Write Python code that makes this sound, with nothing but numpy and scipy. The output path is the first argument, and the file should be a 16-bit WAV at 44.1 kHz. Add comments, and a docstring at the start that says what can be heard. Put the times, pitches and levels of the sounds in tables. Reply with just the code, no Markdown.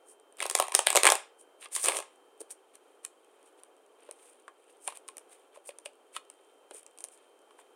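"""A small carpeted room: a thick deck of playing cards is riffled on the floor, arched and let fall in a
bridge, then squared, cut and set down. Bursts of contact noise, coloured as cards, make the edges snap, the
faces clack and the packets knock; uneven falls and rubbing noise make the cascades and slides.
Early echoes, a short tail and standing waves place them in the room, the shuffle with more tail than the handling.
A small computer microphone, thin in the bass and peaking near 9 kHz, adds hiss and a faint electrical whine."""
import sys
import numpy as np
from scipy import signal
from scipy.fft import rfft, irfft, next_fast_len
from scipy.io import wavfile
from scipy.ndimage import uniform_filter1d, map_coordinates

SR = 44100
rng = np.random.default_rng(int(sys.argv[2]) if len(sys.argv) > 2 else 0)


def put_to_file(sound):
    """Save the sound as 16-bit audio at rate SR, in the file named by the first command-line argument."""
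    columns = np.atleast_2d(sound).T  # one column per channel
    safe = np.clip(columns, -1, 1)
    whole_steps = np.round(safe * 32767)
    wavfile.write(sys.argv[1], SR, whole_steps.astype(np.int16))


N = 341775
TIME = np.arange(N) / SR  # [s]

# "Nominal" levels below are shifted by the trims written where each sound is made.
# The loudest cards leaving the thumbs or the arch:
# (time [s], nominal edge snap [dB], card clack [dB], air slap [dB])
CARD_FLICKS = [(.4037, -37, -31, -44), (0.4271, -33, -37, -34), (0.4555, -48, -47.5, -32.5),
               (0.4642, -34.5, -48, -47.5), (0.4989, -28, -40, -39.5), (0.5112, -31.5, -42.5, -38),
               (0.5516, -19.5, -33.5, -26.5), (.576, -35.5, -41, -38.5), (0.588, -30, -38.5, -34),
               (0.5993, -24, -29.5, -20), (.6236, -30.5, -34, -30), (.6688, -47, -54, -50),
               (0.6829, -39, -46, -37), (0.7217, -36, -41.5, -36), (.743, -37, -36, -36.5),
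               (0.75, -14, -24, -28), (0.7912, -22, -28.5, -23), (0.8664, -31, -37.5, -44),
               (0.87, -19, -20.5, -26), (0.9031, -22.5, -28, -33), (0.9289, -30, -38.5, -32.5),
               (.951, -27, -34.5, -23.5), (0.9574, -20.5, -26.5, -21.5), (0.9666, -18, -26.5, -24),
               (.973, -21.5, -19.5, -22.5), (1.0336, -20, -24.5, -27.5), (1.0445, -28, -30, -24.5),
               (1.0537, -18, -21.5, -20), (1.0677, -17, -15.5, -20.5), (1.0742, -18.5, -19, -22.5),
               (1.0888, -27.5, -27.5, -20.5), (1.1016, -19, -29, -25.5), (1.121, -20, -30.5, -20),
               (1.154, -29.5, -36.5, -36.5), (1.7514, -32.5, -52, -60), (1.7632, -29, -38, -40.5),
               (1.8412, -29, -65, -40), (1.8468, -28, -42, -36.5), (1.859, -25.5, -40, -37),
               (1.8852, -21, -27.5, -34), (1.9202, -38, -35.5, -39), (1.9479, -41, -39, -40),
               (1.9692, -32, -37.5, -52), (1.9881, -37.5, -43, -36.5), (2.0023, -40.5, -45, -40),
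               (2.0251, -52, -50, -47.5)]
# Packets landing on the carpet or on each other:
# (time [s], nominal edge snap [dB], nominal card clack [dB], nominal knock [dB], knock pitch [Hz])
PACKET_TAPS = [(1.658, -66, -46, -45.5, 1080), (2.4056, -47, -71, -44.5, 393), (2.4145, -45, -65, -41, 414),
               (3.0495, -33.5, -45.5, -52, 1120), (4.09, -69, -79, -43.5, 517),
               (4.4802, -59, -63, -43, 1125), (4.8768, -28.5, -39, -40.5, 740),
               (4.8815, -48, -51, -37, 915), (4.9232, -56, -61, -46.5, 1060),
               (5.0867, -40.5, -47.5, -48, 1114), (5.56, -63, -64, -53.5, 1116),
               (5.5727, -70, -66, -48, 562), (5.6907, -44, -46, -40, 550), (5.7057, -69, -54.5, -68, 1103),
               (5.8582, -42.5, -40.5, -42, 562), (6.1649, -40, -36.5, -36, 1320),
               (6.71, -49.5, -51.5, -45, 432), (6.7472, -50, -70, -49, 412), (7.508, -74, -63, -57.5, 1130),
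               (7.5893, -70, -68, -53, 1143)]
# The arched deck cascading shut: (time [s], nominal edge hiss [dB], nominal face flutter [dB])
BRIDGE_LEVELS = [(1.705, -71, -71), (1.724, -42, -55), (1.745, -37, -57), (1.755, -25, -44),
                 (1.78, -42, -45), (1.82, -36, -56), (1.84, -28.5, -45.5), (1.885, -31, -31),
                 (1.93, -40.5, -48), (1.971, -32.5, -42.5), (2.051, -89, -74)]
# More air is slapped out once the arch drops: (time [s], nominal level over the flutter [dB])
BRIDGE_AIR = [(1.83, -9.5), (1.9, 5)]
# Packets sliding into or over each other:
# (centre time [s], half length [s], edge hiss [dB], nominal face rasp [dB])
SLIDE_STROKES = [(0.1, 0.047, -57, -68), (1.406, 0.03, -59, -82), (1.635, 0.036, -49.5, -44.5),
                 (2.41, .012, -45.5, -63), (2.514, .018, -45.5, -52.5), (2.752, 0.017, -59, -60),
                 (3.471, .019, -67, -66), (3.592, 0.019, -70, -59.5), (4.061, 0.073, -72, -61.5),
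                 (4.265, .1, -60, -64), (4.705, .04, -69, -67), (4.856, 0.049, -54.5, -68),
                 (4.905, 0.035, -54, -47), (4.961, 0.017, -52, -50.5), (5.33, 0.033, -55.5, -58),
                 (5.558, 0.03, -64, -58), (5.676, 0.027, -48, -62), (5.86, 0.0094, -47, -45),
                 (6.154, 0.025, -49, -50), (6.167, .017, -54, -40), (6.766, 0.044, -51, -54.5),
                 (7.007, .02, -56, -66), (7.135, .032, -60.5, -73), (7.6, 0.023, -62.5, -56)]
# Single card edges ticking before, between and after the shuffles: (time [s], level [dB])
EDGE_TICKS = [(0.1988, -60), (0.325, -58.5), (0.3704, -55), (1.4119, -54.5), (1.6864, -62), (2.5063, -46.5),
              (2.7548, -50), (3.062, -50), (3.6351, -49), (4.1117, -41), (4.9726, -44), (5.08, -46),
              (5.1695, -43.5), (5.1815, -42), (5.7865, -45), (6.3007, -46), (6.831, -55.5), (6.8645, -49),
              (6.976, -54), (6.987, -48), (7.006, -45.5), (7.0409, -35), (7.048, -43), (7.086, -50.5),
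              (7.176, -61)]
# Cards slipping between the flicks: (start time [s], end time [s], nominal level [dB])
RIFFLE_TRICKLE = (.39, 1.17, -56.5)
# Cards slipping out with no loud snap:
# (centre time [s], half length [s], nominal edge level [dB], nominal face and air level [dB])
SOFT_SLIP = (0.43, 0.03, -33, -38)
# Fingers keep working the deck: (start time [s], end time [s])
HANDLING_SPAN = (2.1, 7.75)
# Clack limits, set by the longest and shortest free length of a card: (lowest [Hz], highest [Hz])
CLACK_LIMITS = (2100, 3500)

# Relative colours, each (frequency [Hz], level [dB per Hz]):
# a struck card
CARD_COLOUR = [(60, -32.5), (215, -29.5), (285, -24.5), (370, -3), (580, 1), (1170, 1.5), (1430, -7.5),
               (1700, -5.5), (2500, -4.5), (4800, -10.5), (7500, -4.5), (9000, 5.5), (10500, -9.5),
               (15500, -25.5)]
# a whole packet, duller than one card
PACKET_COLOUR = [(60, -36), (230, -12), (400, -1), (1200, -2.5), (1500, -7.5), (2000, -9), (2550, -4),
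                 (4800, -12.5), (7400, -6), (9000, 6), (10500, -6), (15500, -33.5)]
# sliding card edges
EDGE_COLOUR = [(2500, -49.5), (4500, -22.5), (6500, -14.5), (8000, -7.5), (9000, 1.5), (10300, -10),
               (12000, -20), (15500, -29)]
# card faces that flutter and rub
FACE_COLOUR = [(150, -49.5), (400, -12), (800, -6), (1150, -0.5), (1430, -6), (1750, -1.5), (2500, 2),
               (3600, -0.5), (5000, -12.5), (8000, -35.5)]
# air slapped out between cards
AIR_COLOUR = [(60, -45), (230, -32), (370, -1), (560, 0.5), (1150, -3.5), (1500, -15), (3000, -33)]
# the steady background
FLOOR_COLOUR = [(110, -44.5), (185, -32.5), (290, -9), (420, 1), (670, -6.5), (790, -5.5), (950, -10),
                (1350, -12.5), (2000, -24), (2600, -21), (5000, -34), (7600, -29.5), (9200, -25.5),
                (11500, -34.5), (16000, -39.5)]

# Decay of the room's tail: (frequency [Hz], time to fall 60 dB [s])
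ROOM_DECAY = [(200, 0.1), (1000, 0.28), (3000, 0.32), (9000, 0.22), (15000, 0.11)]
# Early echoes against the direct sound: (delay [s], level [dB])
EARLY_ECHOES = [(.0031, -18.5), (0.0125, -18.5), (0.0149, -24.5), (.0205, -29.5), (0.0305, -27.5)]
# Standing waves, levels relative to one another: (frequency [Hz], level [dB])
STANDING_WAVES = [(581.4, -48.5), (764.4, -46.5), (1071, -45), (1674, -47), (1879, -51), (2256, -53),
                  (2315, -49), (2476, -44.5), (2719, -52), (2772, -51), (3343, -51.5), (3973, -55.5)]

# A card that lands flat clacks low, one that goes edge first higher
EQUAL_CLACK_HZ, EDGE_DB_PER_OCTAVE = 2300, 20  # pitch where snap and clack levels are equal
CLACK_SCATTER = 0.057  # no two cards bend alike [octaves]
RIFFLE_END_S = 1.3  # the thumbs are empty
# The flurry of lesser cards that each flick drags along, with levels nominal and relative to the flick
DRAG_RISE_S, DRAG_FALL_S = 0.004, 0.025
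DRAG_EDGE_DB, DRAG_FACE_DB, DRAG_SLAP_DB = -14.5, -11, -12.5
# An ordinary tick barely stirs the packet behind it, which follows by TICK_STIR dB per dB
TICK_USUAL_DB, TICK_STIR = -48, 0.77
USUAL_CLACK_DB, USUAL_KNOCK_DB, TICK_HZ = -62.5, -61, 704
FAINT_TICK_DB, FAINT_SPREAD_DB = -67, 3.5  # stray edges catching: centre and half range
RUSTLE_EDGE_DB, RUSTLE_FACE_DB = -80, -81.5  # faint rubbing, before its swing
RUSTLE_RATE, RUSTLE_SWING_DB = 10, 4.5  # changes of grip a second, and their spread
CATCH_RATE, CATCH_DB = 260, 4  # catch and slip: changes a second, and their spread
FLOOR_DB = -62.5  # background level, before its slow drift
TOP_HZ = 16000  # upper band limit


def amp(db):
    """Decibels to gain."""
    return 10 ** (np.asarray(db) / 20)


def unit(x):
    """Scale to rms 1."""
    return x / np.sqrt(np.mean(x ** 2) + 1e-20)


def along(points, hz):
    """Read (frequency [Hz], value) points on a log frequency axis."""
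    f, v = np.transpose(points)
    return np.interp(np.log(hz + 1), np.log(f + 1), v)


def filtered(x, response):
    """Filter x by a zero-phase gain that is a function of frequency."""
    m = next_fast_len(N + SR // 2)
    return irfft(rfft(x, m) * response(np.fft.rfftfreq(m, 1 / SR)), m)[:N]


def coloured(x, spectrum):
    """Give noise a spectrum, at rms 1."""
    return unit(filtered(x, lambda hz: amp(along(spectrum, hz))))


def impulse_of(spectrum, size=2048):
    """The causal impulse response with this spectrum, by folding its cepstrum (minimum phase)."""
    cepstrum = irfft(np.log(amp(along(spectrum, np.fft.rfftfreq(size, 1 / SR)))))
    cepstrum[1:size // 2] *= 2
    cepstrum[size // 2 + 1:] = 0
    return irfft(np.exp(rfft(cepstrum)))[:size // 2]


def band(x, lo_hz, hi_hz, order=3):
    """Causal band-pass, kept below the Nyquist frequency."""
    edges = [lo_hz, min(hi_hz, SR / 2 - 500)]
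    return signal.sosfilt(signal.butter(order, edges, "band", fs=SR, output="sos"), x)


def wobble(rate):
    """A random curve of straight segments, rate knots a second."""
    knots = rng.standard_normal(int(N * rate / SR) + 4)
    return map_coordinates(knots, [TIME * rate], order=1)


def add(track, s, sound):
    """Mix a sound into a track at s seconds."""
    part = track[int(s * SR):][:len(sound)]
    part += sound[:len(part)]


def contact(body, life, chatter):
    """One sharp push and a chatter of tiny contacts dying over life seconds, heard through the body."""
    t = np.arange(SR // 25) / SR
    force = chatter * rng.standard_normal(len(t)) * np.exp(-t / life)
    force[0] += 1
    return signal.fftconvolve(force, body)[:len(t)]


def at_level(sound, db):
    """Give a short sound the energy of 5 ms at this rms level."""
    return amp(db) * sound * np.sqrt(SR / 200 / np.sum(sound ** 2))


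def flicks():
    """A card's edge scrapes off its neighbour and snaps free; its face clacks and slaps out air."""
    out = np.zeros(N)
    card = impulse_of(CARD_COLOUR)
    for s, snap_db, clack_db, slap_db in CARD_FLICKS:
        octaves = (snap_db - clack_db) / EDGE_DB_PER_OCTAVE
        clack_hz = np.clip(EQUAL_CLACK_HZ * 2 ** octaves, *CLACK_LIMITS)
        clack_hz *= 2 ** (CLACK_SCATTER * rng.standard_normal())
        scrape = band(contact(card, life=0.0024, chatter=1.8), 3300, 18950)
        scrape = at_level(scrape, snap_db - 18.0)[::-1]  # reversed: it grows until the snap
        snap = band(contact(card, life=0.00086, chatter=0.43), 3100, 23000)
        snap = at_level(snap, snap_db + 0.68)
        flex = band(contact(card, life=0.0016, chatter=0.33), 1500, 4000)
        bending = band(flex, clack_hz / 1.08, clack_hz * 0.99, order=1)
        clack = at_level(0.95 * flex + bending, clack_db)
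        slap = band(contact(card, life=0.0022, chatter=0.43), 30, 1450)
        slap = at_level(slap, slap_db)
        add(out, s - len(scrape) / SR, scrape)
        add(out, s, snap + clack + slap)
    return out


def riffle_flow():
    """Nominal levels (edge, face, slap [dB]) of lesser cards: a trickle, a soft run, a flurry per flick."""
    start, end, trickle_db = RIFFLE_TRICKLE
    centre, half, edge_db, face_db = SOFT_SLIP
    trickle = amp(trickle_db) * ((TIME > start) & (TIME < end))
    soft_swell = np.exp(-((TIME - centre) / half) ** 2)
    soft_run = np.outer(amp([edge_db, face_db, face_db]), soft_swell)
    power = trickle ** 2 + soft_run ** 2
    riffling = slice(0, int(RIFFLE_END_S * SR))
    for s, snap_db, clack_db, slap_db in CARD_FLICKS:
        if s < RIFFLE_END_S:
            age = TIME[riffling] - s
            flurry = np.exp(np.minimum(age / DRAG_RISE_S, -age / DRAG_FALL_S))
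            sizes = amp([snap_db + DRAG_EDGE_DB, clack_db + DRAG_FACE_DB, slap_db + DRAG_SLAP_DB])
            power[:, riffling] += np.outer(sizes, flurry) ** 2
    return 10 * np.log10(power + 1e-12)


def bridge_flow():
    """Nominal levels (edge, face, slap [dB]) of the bridge: edges hiss first, then faces fall flat."""
    s, *columns = np.transpose(BRIDGE_LEVELS)
    edge_db, face_db = [np.interp(TIME, s, db, left=-120, right=-120) for db in columns]
    air_db = face_db + np.interp(TIME, *np.transpose(BRIDGE_AIR))
    return edge_db, face_db, air_db


def cascade(flow, rate, spread_db, life, smooth, hiss_db, flutter_db, slap_db):
    """Cards fall unevenly, rate a second: each one rubs along its neighbour and lands with a little slap."""
    edge_db, face_db, air_db = flow
    turns = np.arange(int(rate * N / SR))
    times = (turns + rng.random(len(turns))) / rate
    sizes = amp(spread_db * np.clip(rng.standard_normal(len(times)), -2, 2))
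    landings = np.bincount((times * SR).astype(int), sizes, N)[:N]
    # each landing presses the cards together, and the force dies over life seconds
    contact_force = unit(signal.lfilter([1], [1, -np.exp(-1 / (life * SR))], landings))
    rub = rng.standard_normal(N) * (contact_force + smooth)
    air_push = landings - landings.mean() + 0.15 * contact_force * rng.standard_normal(N)
    slaps = unit(signal.fftconvolve(air_push, impulse_of(AIR_COLOUR))[:N])
    edges = amp(edge_db + hiss_db) * coloured(rub, EDGE_COLOUR)
    faces = amp(face_db + flutter_db) * coloured(rub, FACE_COLOUR)
    return edges + faces + amp(air_db + slap_db) * slaps


def taps():
    """A packet lands: its edges tick and the damped stack knocks, lower the softer it is held."""
    out = np.zeros(N)
    packet = impulse_of(PACKET_COLOUR)
    for s, snap_db, clack_db, knock_db, knock_hz in PACKET_TAPS:
        brush = band(contact(packet, life=0.0056, chatter=2), 490, 14000)
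        brush = at_level(brush, snap_db - 15.5)[::-1]  # loose cards touch first, growing to the landing
        snap = band(contact(packet, life=0.0012, chatter=0.54), 5000, 22000)
        snap = at_level(snap, snap_db - 0.5)
        clack = band(contact(packet, life=0.0031, chatter=0.36), 1660, 4630)
        clack = at_level(clack, clack_db - 0.5)
        push = contact(packet, life=0.004, chatter=0.19)
        knock = band(push, knock_hz / 1.086, knock_hz * 1.135, order=1)
        knock = at_level(knock, knock_db + 0.22)
        thud = at_level(band(push, 29.7, 222, order=2), knock_db - 34)  # the carpeted floor gives a little
        add(out, s - len(brush) / SR, brush)
        add(out, s, snap + clack + knock + thud)
    return out


def ticks(count):
    """One edge ticks and barely stirs the packet behind it; count fainter ones catch at random."""
    out = np.zeros(N)
    packet = impulse_of(PACKET_COLOUR)
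    stray = []
    for u, v in rng.random((count, 2)):
        stray_s = np.interp(u, [0, 1], HANDLING_SPAN)
        stray.append((stray_s, FAINT_TICK_DB + FAINT_SPREAD_DB * (2 * v - 1)))
    for s, db in list(EDGE_TICKS) + stray:
        stir_db = TICK_STIR * (db - TICK_USUAL_DB)
        snap = at_level(band(contact(packet, life=0.00068, chatter=0.26), 4840, 18000), db)
        clack = band(contact(packet, life=0.002, chatter=0.4), 1600, 4900)
        clack = at_level(clack, USUAL_CLACK_DB + stir_db)
        push = contact(packet, life=0.003, chatter=0.22)
        knock = band(push, TICK_HZ / 1.7, TICK_HZ * 1.6, order=1)
        knock = at_level(knock, USUAL_KNOCK_DB + stir_db)
        add(out, s, snap + clack + knock)
    return out


def crackle(rate, spread_db, smooth):
    """Random tiny catches of uneven size, rate a second, on a bed of smooth friction noise."""
    sizes = amp(spread_db * np.clip(rng.standard_normal(N), -2, 2)) * rng.choice([-1, 1], N)
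    catches = unit(sizes * (rng.random(N) < rate / SR))
    return catches + smooth * rng.standard_normal(N)


def friction():
    """Sliding cards catch and slip, so their crackle swells and sinks quickly."""
    catch_and_slip = amp(CATCH_DB * np.clip(wobble(CATCH_RATE), -2, 2))
    return crackle(rate=2500, spread_db=2.0, smooth=1.43) * catch_and_slip


def slides():
    """Strokes swell and fade with the speed of the hand; fingers rustle at random while they work the deck."""
    working = (TIME > HANDLING_SPAN[0]) & (TIME < HANDLING_SPAN[1])
    grip = working * amp(RUSTLE_SWING_DB * np.clip(wobble(RUSTLE_RATE), -2, 1.5))
    edge = amp(RUSTLE_EDGE_DB) * grip
    face = amp(RUSTLE_FACE_DB) * grip
    for s, half, edge_db, face_db in SLIDE_STROKES:
        near = slice(max(int((s - 3 * half) * SR), 0), int((s + 3 * half) * SR))
        speed = np.exp(-2 * ((TIME[near] - s) / half) ** 2)
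        edge[near] += amp(edge_db) * speed
        face[near] += amp(face_db - 9.0) * speed
    return edge * coloured(friction(), EDGE_COLOUR) + face * coloured(friction(), FACE_COLOUR)


def room(x, tail_db, modes_db, modes_t60):
    """Ceiling and walls echo early, a few standing waves ring on, and the carpet keeps the tail short."""
    hz, t, z = signal.stft(rng.standard_normal(SR // 2), SR, nperseg=256)
    decay = amp(-60 * t / along(ROOM_DECAY, hz)[:, None])
    tail = signal.istft(z * decay, SR, nperseg=256)[1]
    t = np.arange(len(tail)) / SR
    tail *= 1 - np.exp(-(t / 0.0068) ** 2)  # the tail builds up over some milliseconds
    ring = sum(amp(db) * np.cos(2 * np.pi * mode_hz * t) for mode_hz, db in STANDING_WAVES)
    ring = ring * amp(-60 * t / modes_t60)
    answer = amp(tail_db) * tail / np.linalg.norm(tail) + amp(modes_db) * ring / np.linalg.norm(ring)
    for delay, db in EARLY_ECHOES:
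        answer[int(delay * SR)] += amp(db)
    return x + signal.fftconvolve(x, answer)[:N]


def background():
    """Room rush and microphone hiss, drifting slowly in level, with the electrical whine."""
    level = amp(FLOOR_DB + 0.97 * wobble(5.2))
    return level * coloured(rng.standard_normal(N), FLOOR_COLOUR) + whine(hz=3128, db=-76.5)


def whine(hz, db):
    """A faint electrical whine in the microphone: a sine that stutters on and off for a few seconds."""
    cycle = np.cos(2 * np.pi * (TIME - 2.943) / 0.06017)  # stutter period [s]
    steady = (TIME < 2.47) | (TIME > 6.24)
    gate = uniform_filter1d((steady | (cycle > 0)).astype(float), size=90)  # soft edges, about 2 ms
    return amp(db) * gate * unit(np.sin(2 * np.pi * hz * TIME))


def scene():
    """Riffle, bridge and squaring; the small handling sounds have a fainter, shorter room tail."""
    riffle = cascade(riffle_flow(), rate=150, spread_db=4.0, life=0.0014, smooth=0.27,
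                     hiss_db=-6, flutter_db=-3.0, slap_db=-5.5)
    bridge = cascade(bridge_flow(), rate=220, spread_db=2.5, life=0.0032, smooth=1.0,
                     hiss_db=-2.0, flutter_db=-2.5, slap_db=-3.0)
    shuffle = room(flicks() + riffle + bridge, tail_db=-13.0, modes_db=-23.0, modes_t60=0.24)
    handling = room(taps() + ticks(count=24) + slides(), tail_db=-20.5, modes_db=-21.5, modes_t60=0.13)
    return (shuffle + handling + background())[None]


def record(dry):
    """Peaks beyond full scale are clipped, then a steep low-pass closes the top of the band."""
    clipped = np.clip(dry[0], -1, 1)
    return filtered(clipped, lambda hz: 1 / np.sqrt(1 + (hz / TOP_HZ) ** 120))[None]


dry = scene()
out = record(dry)
put_to_file(out)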